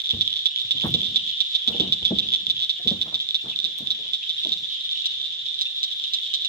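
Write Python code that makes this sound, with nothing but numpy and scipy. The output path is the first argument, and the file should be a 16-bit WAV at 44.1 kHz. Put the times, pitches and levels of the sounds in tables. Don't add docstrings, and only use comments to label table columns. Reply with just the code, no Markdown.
import sys
import numpy as np
from scipy import signal
from scipy.fft import rfft, irfft
from scipy.io import wavfile
from scipy.ndimage import uniform_filter1d

SR = 44100
rng = np.random.default_rng(int(sys.argv[2]) if len(sys.argv) > 2 else 0)


def transcribe(signal):
    frames = np.atleast_2d(signal).T
    limited = np.clip(frames, -1, 1)
    pcm = np.round(limited * 32767).astype(np.int16)
    wavfile.write(sys.argv[1], SR, pcm)


def invert_db(x):
    u = np.asarray(x, float) / 20
    return 10 ** u


N = 285768
PORT_LAG = 20

# f/Hz, t60/s, level/dB
DOCK_MODES = [(98, 0.098, -9), (140.4, 0.48, -12), (194.3, 0.11, 4.5), (230.8, 0.18, 3), (285.7, 0.058, 10),
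              (382.6, 0.076, 8), (481, 0.048, 8), (627, 0.087, 0.5), (824, 0.0083, -35), (1112, 0.008, -22),
              (1750, 0.017, -19)]


def evened(x):
    return x / np.sqrt(np.mean(x ** 2) + 1e-20)


def band(x, lo_hz, hi_hz, order=2):
    sos = signal.butter(order, [lo_hz, min(hi_hz, .49 * SR)], "band", fs=SR, output="sos")
    return signal.sosfilt(sos, x)


def pair():
    return rng.standard_normal((2, N))


def patchy(x, patchy_db):
    z = signal.stft(x, nperseg=512)[2]
    field = rng.standard_normal(z.shape[1:])
    field = uniform_filter1d(uniform_filter1d(field, 6, 0), 8, 1)
    return signal.istft(z * invert_db(patchy_db * evened(field)), nperseg=512)[1][:, :N]


def shore(x, t60=1.0):
    t = np.arange(SR // 2) / SR
    sign = rng.choice([-1., 1.], (2, len(t)))
    present = rng.random((2, len(t))) < .05
    taps = sign * present * invert_db(-60 * t / t60) * (t > .006)
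    return signal.fftconvolve(x, taps / np.linalg.norm(taps[0]), axes=1)[:, :N]


def pulses(s, db, hz, lag, left_db, bright_db=0):
    overtones = [(1.3, -25.5, 0.81), (1.52, -21, 0.4), (2.0, -28.5, 0.35), (2.9, -46, 0.18),
                 (3.35, -49, 0.51), (3.78, -44.5, .6), (.82, -21, 1), (.56, -39.5, 0.72)]
    rise_ms, snap_ms, ring_ms, ring = .9, .95, 3.2, .2
    shade_dull_db = -1.5
    t = np.arange(420) / SR * 1000
    swell = 1 - np.exp(-(t / rise_ms) ** 2)
    decay = (1 - ring) * np.exp(-t / snap_ms) + ring * np.exp(-t / ring_ms)
    shape = swell * decay * np.cos(np.pi / 2 * t / t[-1])
    stretch_ms = .035 * (1 - np.exp(-t / 1.3))
    phase = 2 * np.pi * hz[:, None] * (t + stretch_ms) / 1000
    wave = shape / shape.max() * np.sin(phase)
    shine = 0
    late = np.maximum(t - .3, 0)
    for k, over_db, ms in overtones:
        gain = invert_db(over_db + bright_db * (k < 2.5))
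        shine = shine + gain * (late / ms) * np.exp(1 - late / ms) * np.sin(k * phase)
    shaded = wave + invert_db(shade_dull_db * lag[:, None] / PORT_LAG) * shine
    shaded = shaded * invert_db(db + left_db)[:, None]
    wave = (wave + shine) * invert_db(db)[:, None]

    margin, size = 1000, N + 4000
    start = np.round(s * SR).astype(int)[:, None] - shape.argmax() + np.arange(len(t)) + margin
    left = np.bincount((start + lag[:, None]).ravel(), shaded.ravel(), size)
    right = np.bincount(start.ravel(), wave.ravel(), size)
    return np.array([left, right])[:, margin:N + margin]


def trains(rows, tire_db):
    quicken_ms = .42
    s, db, count, gap_ms = np.repeat(rows, np.transpose(rows)[2].astype(int), axis=0).T
    k = np.concatenate([np.arange(row[2]) for row in rows])
    wobble_db = .6 * rng.standard_normal(len(k))
    at = s + (gap_ms * k - quicken_ms * k * (k - 1) / 2) / 1000
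    return at, db - tire_db * k ** 2 + wobble_db, k


def near_frogs():
    # t/s of the first peak, peak level/dB, pulses, first spacing/ms
    closest = [(0.2107, -4, 4, 5.4), (0.4584, -3, 5, 5.3), (0.7095, -4, 4, 5.4), (0.9408, -3, 5, 5.1),
               (1.1601, -2.5, 5, 5.2), (1.4051, -4, 5, 5.4), (1.5516, -4, 4, 5.5), (1.6768, -4, 4, 5.6),
               (1.7994, -3.5, 3, 5.7), (1.9243, -4, 4, 5.7), (2.0524, -4, 4, 5.7), (2.1871, -4.5, 4, 6.1),
               (2.337, -3.5, 3, 6.1), (2.4997, -5, 4, 5.2), (2.6952, -5, 5, 5.8), (2.8749, -4, 5, 5.9),
               (3.0147, -6.5, 4, 5.8), (3.1439, -8, 4, 6.0), (3.3457, -6, 4, 6.5), (3.6434, -7, 4, 6.4),
               (3.9054, -7, 5, 5.9), (4.1347, -8.5, 5, 6.2), (4.2946, -10, 4, 6.0), (4.5207, -7, 4, 6.6),
               (5.058, -9, 4, 5.4), (5.6118, -8.5, 5, 5.8), (5.8315, -8.5, 4, 6.4), (6.1359, -8, 5, 5.2),
               (6.339, -9, 4, 6.3), (6.4485, -11, 3, 5.2)]
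    # t/s, peak level/dB, pulses, first spacing/ms
    answers = [(0.0028, -9, 1, 0), (0.0586, -12, 2, 12.6), (0.0924, -9, 1, 0), (0.1025, -10, 3, 6.8),
               (0.2773, -12, 2, 28), (0.329, -11, 2, 10.3), (0.3598, -11, 4, 6.5), (0.5772, -13, 3, 11),
               (0.7995, -11.5, 4, 11), (1.0328, -12, 1, 0), (1.045, -11, 4, 6.3), (1.303, -11, 1, 0),
               (2.047, -13, 1, 0), (2.0759, -14, 1, 0), (2.3209, -11, 2, 7.6), (2.36, -13, 1, 0),
               (2.4681, -7, 1, 0), (2.593, -12.5, 4, 8.3), (2.6225, -10.5, 5, 5.6), (2.9004, -11.5, 3, 5.4),
               (3.2082, -12, 1, 0), (3.2892, -9.5, 2, 19.1), (3.561, -11, 1, 0), (3.5898, -8.5, 2, 11.9),
               (3.8728, -10, 1, 0), (4.4349, -12, 2, 6), (4.4498, -10, 3, 21.6)]
    # t/s, sac pitch f/Hz, left port shade level/dB, left port lag/samples
    handover = [(0, 3520, -6.5, 21), (2.0, 3520, -6.5, 21), (2.6, 3520, -5, 21), (3.3, 3600, -4, 21),
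                (3.7, 3640, -4, 21), (4.4, 3530, -3.8, 21), (4.52, 3680, -4.5, 21), (5.0, 3780, -3.5, 19),
                (6.48, 3760, -3.5, 19)]
    s, db, place = np.hstack([trains(closest, tire_db=0.72), trains(answers, tire_db=0.27)])
    when, hz, shade_db, lag = np.transpose(handover)
    pitch = np.interp(s, when, hz) + 29 * place + 8 * db + 40 * rng.standard_normal(len(s))
    lag = np.round(np.interp(s, when, lag)).astype(int)
    bright_db = np.where(s > 5, 5, 0)[:, None]
    return pulses(s, db, pitch, lag, np.interp(s, when, shade_db), bright_db)


def lone_clicks():
    # t/s, peak level/dB, sac pitch f/Hz
    clicks = [(0.0027, -10, 3540), (0.0184, -17, 3570), (0.1093, -11, 3450), (0.2773, -13, 3390),
              (0.3915, -15, 3480), (0.5613, -15, 3320), (0.5865, -16, 3350), (0.5934, -15, 3440),
              (0.5995, -15, 3540), (0.6173, -16, 3510), (0.7739, -17, 3310), (0.7834, -16, 3300),
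              (0.8109, -12, 3310), (0.8194, -12, 3340), (0.8259, -15, 3450), (0.8376, -16, 3510),
              (1.0068, -15, 3300), (1.0173, -13, 3360), (1.0571, -14, 3470), (1.0682, -15, 3510),
              (1.2919, -14, 3470), (1.2975, -17, 3480), (1.3138, -17, 3570), (1.5462, -15, 3560),
              (1.7652, -17, 3330), (1.7822, -16, 3300), (1.8229, -16, 3480), (2.029, -17, 3300),
              (2.0809, -17, 3470), (2.2884, -14, 3360), (2.3044, -16, 3300), (2.3284, -11, 3410),
              (2.36, -15, 3430), (2.3649, -17, 3460), (2.5669, -17, 3250), (2.6011, -14, 3290),
              (2.6475, -15, 3500), (2.9056, -11, 3430), (3.2017, -17, 3330), (3.4996, -17, 3400),
              (3.5151, -17, 3430), (3.6668, -16, 3610), (4.4927, -11, 3510), (4.8922, -16, 3310),
              (4.913, -14, 3520), (4.932, -17, 3480), (4.9751, -17, 3540), (5.0211, -16, 3580),
              (5.215, -17, 3580), (5.464, -17, 3540), (5.4857, -17, 3600), (5.5439, -16, 3470),
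              (5.5907, -18, 3530), (5.9149, -17, 3590), (5.9248, -17, 3600), (5.9986, -17, 3470),
              (6.0393, -16, 3630), (6.0434, -16, 3400), (6.1616, -17, 3410), (6.1866, -17, 3490)]
    s, db, hz = np.transpose(clicks)
    return invert_db(1.5) * pulses(s, db, hz, np.full(len(s), PORT_LAG), np.full(len(s), -5.0))


def calls(s, db, count, gap_ms, hz, lag, left_db, climb_hz, sag_db):
    call = np.repeat(np.arange(len(s)), count)
    number = np.arange(len(call)) - np.repeat(np.cumsum(count) - count, count)
    k = number - (count[call] - 1) / 2
    at = s[call] + number * gap_ms[call] / 1000
    pitch = hz[call] + climb_hz * k + 40 * rng.standard_normal(len(call))
    return pulses(at, db[call] - sag_db * k, pitch, lag[call], left_db[call])


def reed_frogs():
    # t/s, peak level/dB, pulses, spacing/ms
    reeds = [(0.122, -15, 2, 6.3), (0.252, -18, 7, 3.7), (0.3847, -17, 3, 6.2), (0.605, -16, 5, 5.2),
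             (0.7632, -18, 7, 4.9), (0.8375, -17, 3, 6.6), (1.068, -16, 3, 5.7), (1.2771, -15, 4, 6.8),
             (1.5265, -18, 3, 6.6), (1.8141, -18, 5, 6.6), (2.0809, -17, 6, 5.0), (2.2675, -18, 5, 6.5),
             (2.365, -17, 3, 6.5), (2.9159, -16, 5, 4.9), (3.1928, -15, 2, 9.0), (3.214, -17, 7, 5.0),
             (3.4854, -21, 7, 5.7), (3.6669, -20, 4, 6.6), (4.3838, -17, 8, 6.3), (4.72, -19, 8, 5.5),
             (4.92, -14, 4, 4.5), (4.962, -19, 4, 6.1), (5.2424, -19, 9, 6.4), (5.4576, -18, 9, 6.8),
             (5.585, -17, 5, 5.5), (5.6551, -15, 3, 4.5), (5.7641, -19, 8, 6.7), (6.0394, -15, 2, 9.2),
             (6.1617, -16, 3, 6.6), (6.3667, -17, 3, 6.3)]
    # t/s, peak level/dB, pulses, spacing/ms, sac pitch f/Hz
    deep = [(3.39, -27, 3, 4.5, 2760), (3.532, -26, 3, 4.5, 2660), (4.225, -28, 3, 4.5, 2660),
            (5.66, -23, 3, 4.5, 2750), (5.907, -19, 5, 5.8, 3620), (6.042, -18, 4, 4.6, 3650),
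            (6.045, -23, 4, 5, 3050), (6.143, -24, 3, 5, 3000), (6.232, -20, 12, 6.1, 3620),
            (6.333, -19, 5, 6.2, 3150), (6.4087, -20, 6, 6.3, 3590), (6.447, -22, 4, 5, 2900)]
    pitch = 3540 + 60 * rng.standard_normal((len(reeds), 1))
    s, db, count, gap_ms, hz = np.vstack([np.hstack([reeds, pitch]), deep]).T
    side = rng.uniform(0.16, 1.1, len(s))
    lag = np.round(PORT_LAG * side).astype(int)
    direct = calls(s, db, count.astype(int), gap_ms, hz, lag, -3.5 * side, climb_hz=17, sag_db=1.0)
    return direct + invert_db(-9) * shore(direct, .06)


def planks(t, tilt_db, spot):
    ring = 0
    for (hz, t60, db), shift in zip(DOCK_MODES, spot):
        decay = invert_db(db + tilt_db * np.log2(hz / 250) - 60 * t / t60)
        ring = ring + decay * np.sin(2 * np.pi * hz * shift * t)
    return ring


def knocks():
    # t/s, peak level/dB, tilt/(dB per octave), rattle length/s, pitch factor of the struck spot
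    blows = [(0.13, -24, -15.5, 0.056, 0.73), (0.63, -43, -41, 0.18, 1.17), (0.737, -39, -7.5, 0.05, 0.95),
             (0.836, -22.5, -19, 0.088, 0.77), (0.944, -22.5, -19, 0.018, 0.94),
             (1.676, -25.5, -8.5, 0.077, 0.97), (1.739, -28.5, -2, 0.076, 1.22),
             (1.796, -21.5, 0, 0.087, 1.1), (2.02, -26.5, -14, 0.023, 0.7), (2.104, -20, 0, 0.051, 0.97),
             (2.46, -40.5, -14, 0.26, 0.7), (2.79, -39.5, 18, 0.11, 1.04), (2.859, -36, -6, 0.013, .98),
             (2.911, -24, -7.5, 0.033, 1.1), (3.432, -37.5, -9, 0.17, 1.15), (3.63, -43.5, 4.5, 0.2, 0.87),
             (3.779, -43, 18, 0.034, 1.7), (3.803, -33.5, -0.5, 0.015, 1.1), (3.986, -44.5, 6, 0.15, 1.14),
             (4.447, -36.5, 3, 0.054, 1.35)]
    blow_rise_s, spot_scatter = 0.0039, 0.048
    t, push = np.arange(SR // 2) / SR, np.zeros(N + SR)
    for s, db, tilt_db, rattle, spot in blows:
        force = (1 - np.exp(-(t / blow_rise_s) ** 2)) * invert_db(-30 * t / max(rattle, .005))
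        bumps = rng.standard_normal(len(t)) * (rng.random(len(t)) < .05) * force
        shifts = spot * (1 + spot_scatter * rng.standard_normal(len(DOCK_MODES)))
        blow = signal.fftconvolve(bumps, planks(t, tilt_db, shifts))[:len(t)]
        push[round(s * SR):][:len(t)] += invert_db(db) * blow / abs(blow).max()
    return push[:N]


def thumps():
    # t/s, peak level/dB, plank pitch f/Hz, swell/ms
    impacts = [(.136, -31.5, 229, 4.5), (.185, -37.5, 175, 9.2), (.843, -26, 233, 4.5),
               (0.89, -26.5, 160, 5.3), (.904, -28, 130, 8), (0.927, -33.5, 150, 9.3),
               (.946, -20.5, 168, 2.4), (1.678, -32.5, 180, 4), (1.799, -22, 226, 3.5),
               (1.872, -29, 185, 4), (2.108, -18.5, 188, 2.9), (2.118, -23.5, 334, 4.2),
               (2.124, -23.5, 204, 5.6), (2.861, -26.5, 209, 4), (2.913, -22.5, 205, 3.4),
               (3.821, -38, 223, 3.9), (4.463, -35, 309, 3.8), (4.481, -42, 232, 6),
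               (4.51, -48.5, 210, 8.6), (4.549, -55, 173, 16), (4.615, -53, 159, 8.1)]
    t, out = np.arange(SR // 5) / SR, np.zeros(N + SR)
    for s, db, hz, ms in impacts:
        u = 1000 * t / ms
        lower = u * np.exp(1 - u) * np.sin(2 * np.pi * hz * t)
        upper = 2 * u * np.exp(1 - 2 * u) * np.sin(2 * np.pi * 1.94 * hz * t)
        out[round(s * SR):][:len(t)] += invert_db(db) * (lower + invert_db(-4.0) * upper)
    return out[:N]


def landings(column, share):
    # t/s, thud level/dB, scrape level/dB, time to die away/s
    shuffle = [(0.148, -33.5, -57, 0.4), (0.641, -54.5, -58, 0.41), (0.759, -43.5, -59, .9),
               (0.849, -21.5, -28, 0.23), (0.953, -29.5, -58.5, 0.83), (1.679, -37.5, -45, 0.93),
               (1.805, -26.5, -47.5, 0.63), (2.029, -45, -57, 0.93), (2.117, -26, -65, 0.68),
               (2.398, -48, -64.5, 1), (2.861, -27.5, -52.5, 0.42), (2.918, -36, -52, 0.76),
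               (3.061, -52, -45.5, 0.57), (3.129, -42, -47, 0.27), (3.457, -41, -44.5, 0.46),
               (3.64, -54, -73, 0.77), (3.826, -44.5, -55.5, 0.89), (4.05, -63, -58.5, 0.85),
               (4.5, -49.5, -56.5, 1)]
    rows, rise_s = np.array(shuffle), 0.024
    grid = np.arange(0, N + 64, 64)
    t = grid / SR - rows[:, :1]
    fall = np.where(t > 0, t / (share * rows[:, 3:]), -t / (2 * rise_s))
    gain = invert_db(rows[:, column, None] - 60 * fall)
    return np.interp(np.arange(N), grid, np.sqrt((gain ** 2).sum(0)))


def shuffling():
    grit = pair() * invert_db(1.9 * np.minimum(rng.exponential(1, (2, N)), 5)) * (rng.random((2, N)) < .03)
    t = np.arange(SR // 2) / SR
    thud = signal.fftconvolve(grit[0], planks(t, -12.5, np.ones(len(DOCK_MODES))))[:N]
    thud = evened(thud) * landings(column=1, share=0.96) * invert_db(-4.5)
    scrape = evened(band(grit[1], 93, 1000)) * landings(column=2, share=0.65) * invert_db(-1.0)
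    return thud + scrape


def dock():
    wood = band(knocks() + thumps() + shuffling(), 92, 3500, order=3) * np.ones((2, 1))
    direct = np.array([wood[0], np.roll(wood[1], 8)]) * invert_db([[.8], [0]])
    return direct + invert_db(-7.5) * band(shore(wood, 0.081), 200, 3700, order=1)


def strokes():
    rubs = [(0.102, -65, 0.35), (0.611, -67, 0.041), (0.859, -58, 0.064), (1.053, -66, 0.24),
            (1.8, -64, 0.32), (2.364, -67, 0.036), (2.935, -63, 0.26), (3.498, -64.5, 0.15),
            (3.822, -64.5, 0.15), (4.476, -65.5, .35), (5.672, -78, 0.065), (6.104, -64.5, 0.45)]
    s, db, half = np.transpose(rubs)[:, :, None]
    power = invert_db(2 * db) * np.exp(-2 * ((np.arange(N) / SR - s) / half) ** 2)
    return np.sqrt(power.sum(0) + invert_db(2 * -82))


def cloth():
    grains = rng.standard_normal(N) * invert_db(3.6 * np.minimum(rng.exponential(1, N), 5)) * (rng.random(N) < .1)
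    rub = np.array([np.roll(grains, 9), grains]) / grains.std() + 0.49 * pair()
    rub = evened(patchy(band(rub, 8500, 16500), patchy_db=3.5))
    return rub * strokes() * invert_db([[-4.5], [-.6]])


def clink():
    # f/Hz, level/dB
    metal = [(4930, -4), (6050, 0), (7450, -3), (9000, -8), (11100, -6), (12200, -9), (13800, -7)]
    at_s, db, length_ms = 3.7805, -43, 6
    t, out = np.arange(3000) / SR, np.zeros(N)
    u = 1000 * t / length_ms
    ring = sum(invert_db(mode_db) * np.sin(2 * np.pi * hz * t) for hz, mode_db in metal)
    out[round(at_s * SR):][:len(t)] += invert_db(db) * np.sqrt(u) * np.exp(-u ** 1.5) * ring
    return out


def ticks():
    # t/s, peak level/dB, length/ms
    snaps = [(.142, -45, 1.5), (.78, -46, 2.5), (.846, -44, 7), (.865, -33, 1.2), (.871, -39, .9),
             (.8765, -32, 1.2), (.8815, -35, .9), (.887, -37, 1.2), (.9035, -34, 1.1), (.911, -39, 1),
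             (1.719, -43, 2.5), (2.858, -45, 1.5), (3.781, -37, 3), (3.785, -35, 5), (3.806, -46, 2)]
    t, out = np.arange(2000) / SR * 1000, np.zeros(N + SR)
    for s, db, ms in snaps:
        out[round(s * SR):][:len(t)] += invert_db(db) * rng.standard_normal(len(t)) * np.exp(-t / max(ms, .2))
    out = band(out[:N], 2500, 16000, order=1) + clink()
    return np.array([invert_db(-2.5) * np.roll(out, 14), out])


def crowd():
    # t/s, level/dB
    swell = [(0.0, -32), (0.68, -33), (0.94, -31.5), (1.32, -31), (2.54, -33), (2.63, -32.5), (2.92, -35),
             (3.08, -35.5), (3.28, -35), (4.75, -32), (4.93, -31.5), (5.09, -30.5), (5.4, -33.5),
             (6.48, -31.5)]
    u = rng.random((900, 6)).T
    side = np.clip(2.6 * u[0] - 1.1, -1, 1)
    hz = 3610 + 230 * (u[1] + u[2] - 1) - 850 * u[1] ** 5
    s, db = u[3] * N / SR - .01, -7 * u[4] - 10 * u[1] ** 5
    count, gap_ms = (3 + 7 * u[5]).astype(int), 4.8 + 3.0 * u[2]
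    lag = np.round(PORT_LAG * side).astype(int)
    direct = calls(s, db, count, gap_ms, hz, lag, -1.5 - 2.5 * side, climb_hz=12, sag_db=1.5)
    mix = band(direct + invert_db(-3) * shore(direct), 900, 10000)
    power = uniform_filter1d((mix ** 2).mean(0), SR // 12)
    when, level_db = np.transpose(swell)
    gain = invert_db(np.interp(np.arange(N) / SR, when, level_db))
    return invert_db(3.0) * gain * mix / np.sqrt(power + 1e-9)


def air():
    # f/Hz, spectral level/dB
    spectrum = [(25, -56), (110, -35.5), (240, -48), (370, -46.5), (800, -49), (1100, -54.5), (1600, -41),
                (2600, -35.5), (5000, -46), (7200, -46.5), (9000, -56), (13800, -65.5), (16000, -84.5)]
    hz = np.fft.rfftfreq(N, 1 / SR)
    f, db = np.transpose(spectrum)
    a, b = rfft(pair())
    same = .93 / (1 + (hz / 500) ** 2)
    z = np.array([a, same * a + np.sqrt(1 - same ** 2) * b])
    z = z * invert_db(np.interp(np.log(hz + 1), np.log(f), db))
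    return invert_db(-53.5) * evened(patchy(irfft(z, N), patchy_db=1.5))


def scene():
    near = invert_db(-.3) * near_frogs() + invert_db(-3.5) * reed_frogs() + lone_clicks()
    near = near + invert_db(-16) * shore(near, .06)
    return near + dock() + cloth() + ticks() + crowd() + air()


def thin_faint_bands(x):
    z = signal.stft(x, nperseg=1024, noverlap=768)[2]
    power = uniform_filter1d(uniform_filter1d((abs(z) ** 2).mean(0), 6, 0), 4, 1)
    usual = np.median(power, axis=1, keepdims=True)
    faint = usual < usual.max() * invert_db(-2 * 40)
    dips = power < np.percentile(power, 18, axis=1, keepdims=True)
    gain = np.where(faint & dips, invert_db(-16), 1)
    return signal.istft(z * gain, nperseg=1024, noverlap=768)[1][:, :N]


def low_pass(x):
    return signal.sosfilt(signal.butter(12, 15890, fs=SR, output="sos"), x)


def record(dry):
    edge = signal.firwin(255, 15900, window=("kaiser", 8), fs=SR)
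    mix = signal.oaconvolve(thin_faint_bands(dry), edge[None], "same")
    return low_pass(mix)


dry = scene()
out = record(dry)
transcribe(out)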